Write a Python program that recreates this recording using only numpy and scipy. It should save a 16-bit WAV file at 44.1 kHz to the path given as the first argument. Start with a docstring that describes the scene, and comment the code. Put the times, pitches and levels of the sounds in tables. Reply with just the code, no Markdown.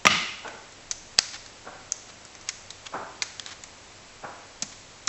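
"""A hard double clack comes first, as an old laptop is handled on a wooden table in a bare, echoing room.
Its plastic catches snap, the lid is lifted, fingers slide over the case and two single keys click.
Each click is a small part that rings, rattles and knocks the hollow case. Four dull knocks come
from farther off in the house, over a faint hum and hiss. One small microphone sits close by."""
import sys
import numpy as np
from scipy import signal
from scipy.fft import rfft, irfft, next_fast_len
from scipy.io import wavfile

SR = 44100
rng = np.random.default_rng(int(sys.argv[2]) if len(sys.argv) > 2 else 0)


def bounce(signal):
    """Save signal as a 16-bit WAV file at the path given by the first command-line argument."""
    frames = np.transpose(np.atleast_2d(signal))
    limited = np.clip(frames, -1, 1)
    pcm = np.round(limited * 32767).astype(np.int16)
    wavfile.write(sys.argv[1], SR, pcm)


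N = 224184
T = np.arange(SR // 4) / SR  # seconds since a hit

# How long the room echoes (a fade_s is the time to die away by 60 dB): pitch_hz, fade_s
ROOM_FADES = [(100, 0.24), (300, 0.66), (800, 0.66), (2500, 0.83), (5000, 0.76), (8000, 0.79)]
# The hiss's colour, meaning how strong it is from low to high: pitch_hz, level_db
HISS_COLOUR = [(12, -53.5), (20, 8), (27, -8.5), (92, -7.5), (215, -10), (305, -9), (329, -10),
               (444, -10.5), (543, -8), (751, -9.5), (1630, -13), (2200, -12), (3120, -14.5), (7880, -15.5),
               (10200, -30.5), (17300, -120)]
# Knocks elsewhere in the house: start_s, level_db, fade_s
FAR_KNOCKS = [(0.444, -33, 0.29), (1.663, -33.5, 0.21), (2.935, -26.5, 0.27), (4.234, -30.5, 0.22)]
# Their dull colour: pitch_hz, level_db
KNOCK_COLOUR = [(60, -19), (110, -12), (200, -10), (350, -6), (600, -2), (900, 0.5), (1200, -3),
                (1550, -3.5), (1800, -15), (2500, -19), (4000, -42)]
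# Short rubs on plastic from fingers, catches and a key coming back up: start_s, length_s, level_db
RUBS = [(1.181, 0.0092, -32.5), (1.33, 0.023, -37), (1.348, 0.022, -40.5), (2.082, 0.03, -47),
        (2.464, 0.047, -46), (2.853, 0.026, -40), (3.462, 0.046, -43), (3.503, .033, -39.5),
        (4.713, 0.027, -47)]
# The colour of that rubbing: pitch_hz, level_db
RUB_COLOUR = [(180, -44.5), (300, -3.5), (555, -26.5), (672, -35), (750, -3.5), (1950, -2), (4820, -3),
              (7880, -9), (10200, -40), (17300, -120)]
# The pitches the hollow case favours: pitch_hz, width_hz, level_db
CASE_PEAKS = [(1010, 1100, -6.5), (1460, 270, 2.5), (1936, 120, 2), (2260, 1000, 2), (2930, 930, -19.5),
              (3630, 460, -5)]
# The colour of a loose part rattling: pitch_hz, level_db
RATTLE_COLOUR = [(1500, -28), (3000, -13.5), (4500, -5), (6500, -1.5), (7500, -7.5), (8000, -4.5)]
# The tones of the wooden table: pitch_hz, level_db, fade_s
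TABLE_TONES = [(134, -37, 0.16), (200, -0.5, 0.053), (270, 3, 0.011), (596, -4, 0.017), (765, 0.5, 0.017)]
# Key presses: start_s, snap_db, stop_knock_db, table_thump_db
KEY_PRESSES = [(4.623, -12, -34.5, -31), (5.0737, -9, -21.5, -31)]
# Clicks of catches, lid and case (case_db is added to level_db):
# start_s, level_db, snap_hz, case_db, fade_s
LID_CLICKS = [(0.4782, -37, 3400, 4, 0.035), (0.7244, -34, 7300, -24, 0.02), (0.912, -8, 6120, -27, 0.045),
              (1.188, 4.5, 4680, -15.5, 0.016), (1.4622, -30.5, 4370, -14.5, 0.019),
              (1.9213, -6, 6340, -31, 0.02), (2.251, -32, 7250, -14, 0.035),
              (2.3512, -35, 6170, -7.5, 0.025), (2.4122, -35, 5800, -13, 0.025),
              (2.489, -12.5, 6430, -14, 0.037), (2.7052, -20.5, 3870, -20, 0.041),
              (2.8667, -21.5, 3300, -21.5, 0.025), (3.2212, -11, 4340, -10.5, 0.039),
              (3.3967, -19, 3400, -12.5, 0.018), (3.4623, -23.5, 3900, -10.5, 0.019),
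              (3.6371, -26, 6870, -16, 0.04)]
# The two hits of the clack: start_s, ring_db, crack_db, table_thump_db
CLACK_HITS = [(0.053, -26, -10, -15), (0.0672, 0.5, -14, -18.5)]
# The tones of the laptop's shell: pitch_hz, level_db, fade_s
SHELL_TONES = [(616, -23, 0.08), (1233, -9, 0.067), (2070, -3.5, 0.018), (2585, -2.5, 0.0095),
               (2940, -25, 0.048), (3270, -9.5, 0.016), (5770, -8, 0.012)]
# The colour of each hit's sharp crack: pitch_hz, level_db
CRACK_COLOUR = [(47, -45), (80, -14), (268, -8), (468, -15), (786, 7.5), (1110, -6.5), (1430, 2.5),
                (1630, -6), (7880, -14), (10200, -45), (17300, -120)]
# The colour of the clack's echo: pitch_hz, level_db
ECHO_COLOUR = [(41, -52), (70, -35), (91, 0.5), (129, -9.5), (204, -2), (248, -10), (340, -8), (536, -24.5),
               (628, -12.5), (1140, -11), (1250, -6), (1720, -13.5), (2060, -7), (5740, -14), (7880, -24),
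               (10200, -52), (17300, -120)]
# Pitches that stand out in that echo: pitch_hz, width_hz, boost_db
ECHO_PEAKS = [(202, 29, 5.5), (840, 51, -1), (1229, 55, 8), (2045, 200, 6.5), (2360, 60, -0.5),
              (2660, 250, 4.5), (2930, 130, 7.5), (3450, 60, 8)]


def amp(db):
    """Turn decibels into a number to multiply by."""
    return 10 ** (np.asarray(db) / 20)


def unit(sound):
    """Scale a sound to an average strength (rms) of 1."""
    return sound / np.sqrt(np.mean(sound ** 2) + 1e-20)


def value_at(points, hz):
    """Read between the rows of a (pitch_hz, value) table, with octaves evenly spaced."""
    pitches, values = np.transpose(points)
    return np.interp(np.log(hz + 1), np.log(pitches + 1), values)


def filtered(sound, gain_at):
    """Turn each frequency up or down by gain_at(hz)."""
    size = next_fast_len(len(sound) + 8192)
    gains = gain_at(np.fft.rfftfreq(size, 1 / SR))
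    return irfft(rfft(sound, size) * gains, size)[:len(sound)]


def noise(colour, size):
    """Noise of strength 1 in the given colour."""
    return unit(filtered(rng.standard_normal(size), lambda hz: amp(value_at(colour, hz))))


def hump(hz, centre, width):
    """The shape of one resonance: strongest at its centre, weaker to each side."""
    return 1 / (1 + (2 * (hz - centre) / width) ** 2)


def resonant_noise(peaks, size):
    """Noise of strength 1 gathered around a few pitches."""
    gain_at = lambda hz: sum(amp(db) * hump(hz, centre, width) for centre, width, db in peaks)
    return unit(filtered(rng.standard_normal(size), gain_at))


def fade(fade_s):
    """A curve that falls by 60 dB in fade_s seconds."""
    return np.exp(-np.log(1000) * T / max(fade_s, 1e-3))


def rise(rise_s):
    """A curve that climbs from 0 towards 1, softening the start of a hit."""
    return 1 - np.exp(-T / rise_s)


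def burst(sound, fade_s):
    """A dying burst whose energy depends only on how long it fades."""
    return unit(sound * fade(fade_s)) * np.sqrt(np.mean(fade(fade_s) ** 2))


def ring(tones):
    """A struck object's tones start together, every second one flipped, and die away."""
    return sum((-1) ** k * amp(db) * fade(fade_s) * np.sin(2 * np.pi * hz * T)
               for k, (hz, db, fade_s) in enumerate(tones))


def add(track, start_s, sound):
    """Mix a sound into the track at start_s."""
    part = track[max(round(start_s * SR), 0):][:len(sound)]
    part += sound[:len(part)]


def room_echo(source, early_db):
    """An echo of energy 1: near surfaces answer at once, at early_db, then the far walls swell in."""
    hz, t, spectrum = signal.stft(source, SR, nperseg=256)
    decay = np.exp(-np.log(1000) * t / value_at(ROOM_FADES, hz)[:, None])
    far_walls = (1 + np.tanh((t - 0.037) / 0.0042)) / 2
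    echo = signal.istft(spectrum * decay * amp(early_db * (1 - far_walls)), SR, nperseg=256)[1]
    return echo / np.linalg.norm(echo)


def in_room(sound, echo_db, early_db):
    """A sound followed by its echo."""
    response = amp(echo_db) * room_echo(rng.standard_normal(SR), early_db)
    response[0] += 1  # the sound that arrives directly
    return signal.fftconvolve(sound, response)


def hiss_and_hum(hiss_db=-48.5, hum_db=-61.5, hum_hz=100):
    """Steady hiss and a faint hum from the mains power."""
    hum = amp(hum_db) * np.sin(2 * np.pi * hum_hz * np.arange(N) / SR)
    return amp(hiss_db) * noise(HISS_COLOUR, N) + hum


def far_knocks(scuff_lead_s=0.012):
    """Dull blows elsewhere in the house: a faint scuff, then the blow, blurred by echoes."""
    out = np.zeros(N)
    for start_s, level_db, fade_s in FAR_KNOCKS:
        blow = burst(noise(KNOCK_COLOUR, len(T)), fade_s) * rise(0.0049)
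        add(out, start_s, in_room(amp(level_db) * blow, echo_db=-2, early_db=-9))
        scuff = burst(noise(KNOCK_COLOUR, len(T)), fade_s=0.056) * rise(0.0047)
        add(out, start_s - scuff_lead_s, amp(level_db - 6.5) * scuff)
    return out


def rubs(slips_per_s=6000):
    """Skin, catches and a key coming back up stick and slip in tiny jerks on the grainy plastic."""
    out = np.zeros(N)
    for start_s, length_s, level_db in RUBS:
        size = int(length_s * SR)
        slips = rng.standard_normal(size) * (rng.random(size) < slips_per_s / SR)
        rub = unit(filtered(slips, lambda hz: amp(value_at(RUB_COLOUR, hz))))
        stroke = amp(level_db) * rub * signal.windows.tukey(size, 0.5)  # eases in and out
        add(out, start_s, in_room(stroke, echo_db=-12.5, early_db=-11))
    return out


def click(level_db, snap_hz, case_db, rattle_db, fade_s):
    """A small part snaps at its own pitch, rattles in its seat and knocks the hollow case."""
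    snap = fade(0.0068) * np.sin(2 * np.pi * snap_hz * T)
    rattle = amp(rattle_db) * burst(noise(RATTLE_COLOUR, len(T)), fade_s)
    case = amp(case_db) * burst(resonant_noise(CASE_PEAKS, len(T)), fade_s)
    pop = amp(case_db - 14) * fade(0.0011)  # a brief low pop under the click, without ringing
    direct = amp(level_db) * (snap + rattle + case + pop) * rise(0.0001)
    # The room gathers the click from all sides, so its echo has a smoother colour.
    spread = amp(rattle_db) * noise(RATTLE_COLOUR, SR) + amp(case_db) * resonant_noise(CASE_PEAKS, SR)
    spread += amp(-13.5) * resonant_noise([(snap_hz, 1600, 0)], SR)  # the snap, 1600 Hz wide
    # Louder clicks are nearer the microphone, so less of their sound is echo.
    typical_click_db = -14.5
    echo_db = -10 - 0.2 * (level_db - typical_click_db)
    out = amp(echo_db) * np.linalg.norm(direct) * room_echo(spread, early_db=-1.5)
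    add(out, 0, direct)
    return out


def keys(travel_s=0.004):
    """A loose key cap snaps down, then hits its stop, knocking the case and shaking the table."""
    out = np.zeros(N)
    for start_s, snap_db, stop_db, thump_db in KEY_PRESSES:
        add(out, start_s, click(snap_db, snap_hz=7100, case_db=-31, rattle_db=-3.5, fade_s=0.043))
        stop = amp(stop_db) * burst(resonant_noise(CASE_PEAKS, len(T)), fade_s=0.053)
        thump = in_room(amp(thump_db) * ring(TABLE_TONES), echo_db=-3, early_db=2)
        add(out, start_s + travel_s, stop)
        add(out, start_s + travel_s, thump)
    return out


def catches_and_lid(typical_knock_db=-17.5):
    """The catches and the lifting lid click; a part that knocks the case harder also rattles more."""
    out = np.zeros(N)
    for start_s, level_db, snap_hz, case_db, fade_s in LID_CLICKS:
        rattle_db = -5 + 0.45 * (case_db - typical_knock_db)
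        add(out, start_s, click(level_db, snap_hz, case_db, rattle_db, fade_s))
    return out


def double_clack():
    """Two hard hits ring the laptop's shell, thump the table and fill the room with echo."""
    out = np.zeros(N)
    for start_s, ring_db, crack_db, thump_db in CLACK_HITS:
        shell = amp(ring_db) * ring(SHELL_TONES)
        crack = amp(crack_db) * burst(noise(CRACK_COLOUR, len(T)), fade_s=0.035)
        thump = amp(thump_db) * ring(TABLE_TONES)
        add(out, start_s, shell + crack + thump)
    boost_at = lambda hz: amp(sum(db * hump(hz, centre, width) for centre, width, db in ECHO_PEAKS))
    echo = room_echo(filtered(noise(ECHO_COLOUR, SR), boost_at), early_db=-5)
    add(out, CLACK_HITS[-1][0], amp(14.5) * echo)  # starts with the second hit
    return out


def scene():
    """All the sounds reach one microphone, which feeds both channels."""
    mono = double_clack() + catches_and_lid() + keys() + rubs() + far_knocks() + hiss_and_hum()
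    return np.array([mono, mono])


def record(dry):
    """The hardest hits overload the microphone, and the highest treble is cut away."""
    ceiling_db, silent_above_hz, slope_width_hz = 1.5, 8100, 300
    flattened = np.clip(dry, -amp(ceiling_db), amp(ceiling_db))
    treble_cut = lambda hz: np.clip((silent_above_hz - hz) / slope_width_hz, 0, 1)
    return np.array([filtered(channel, treble_cut) for channel in flattened])


dry = scene()
out = record(dry)
bounce(out)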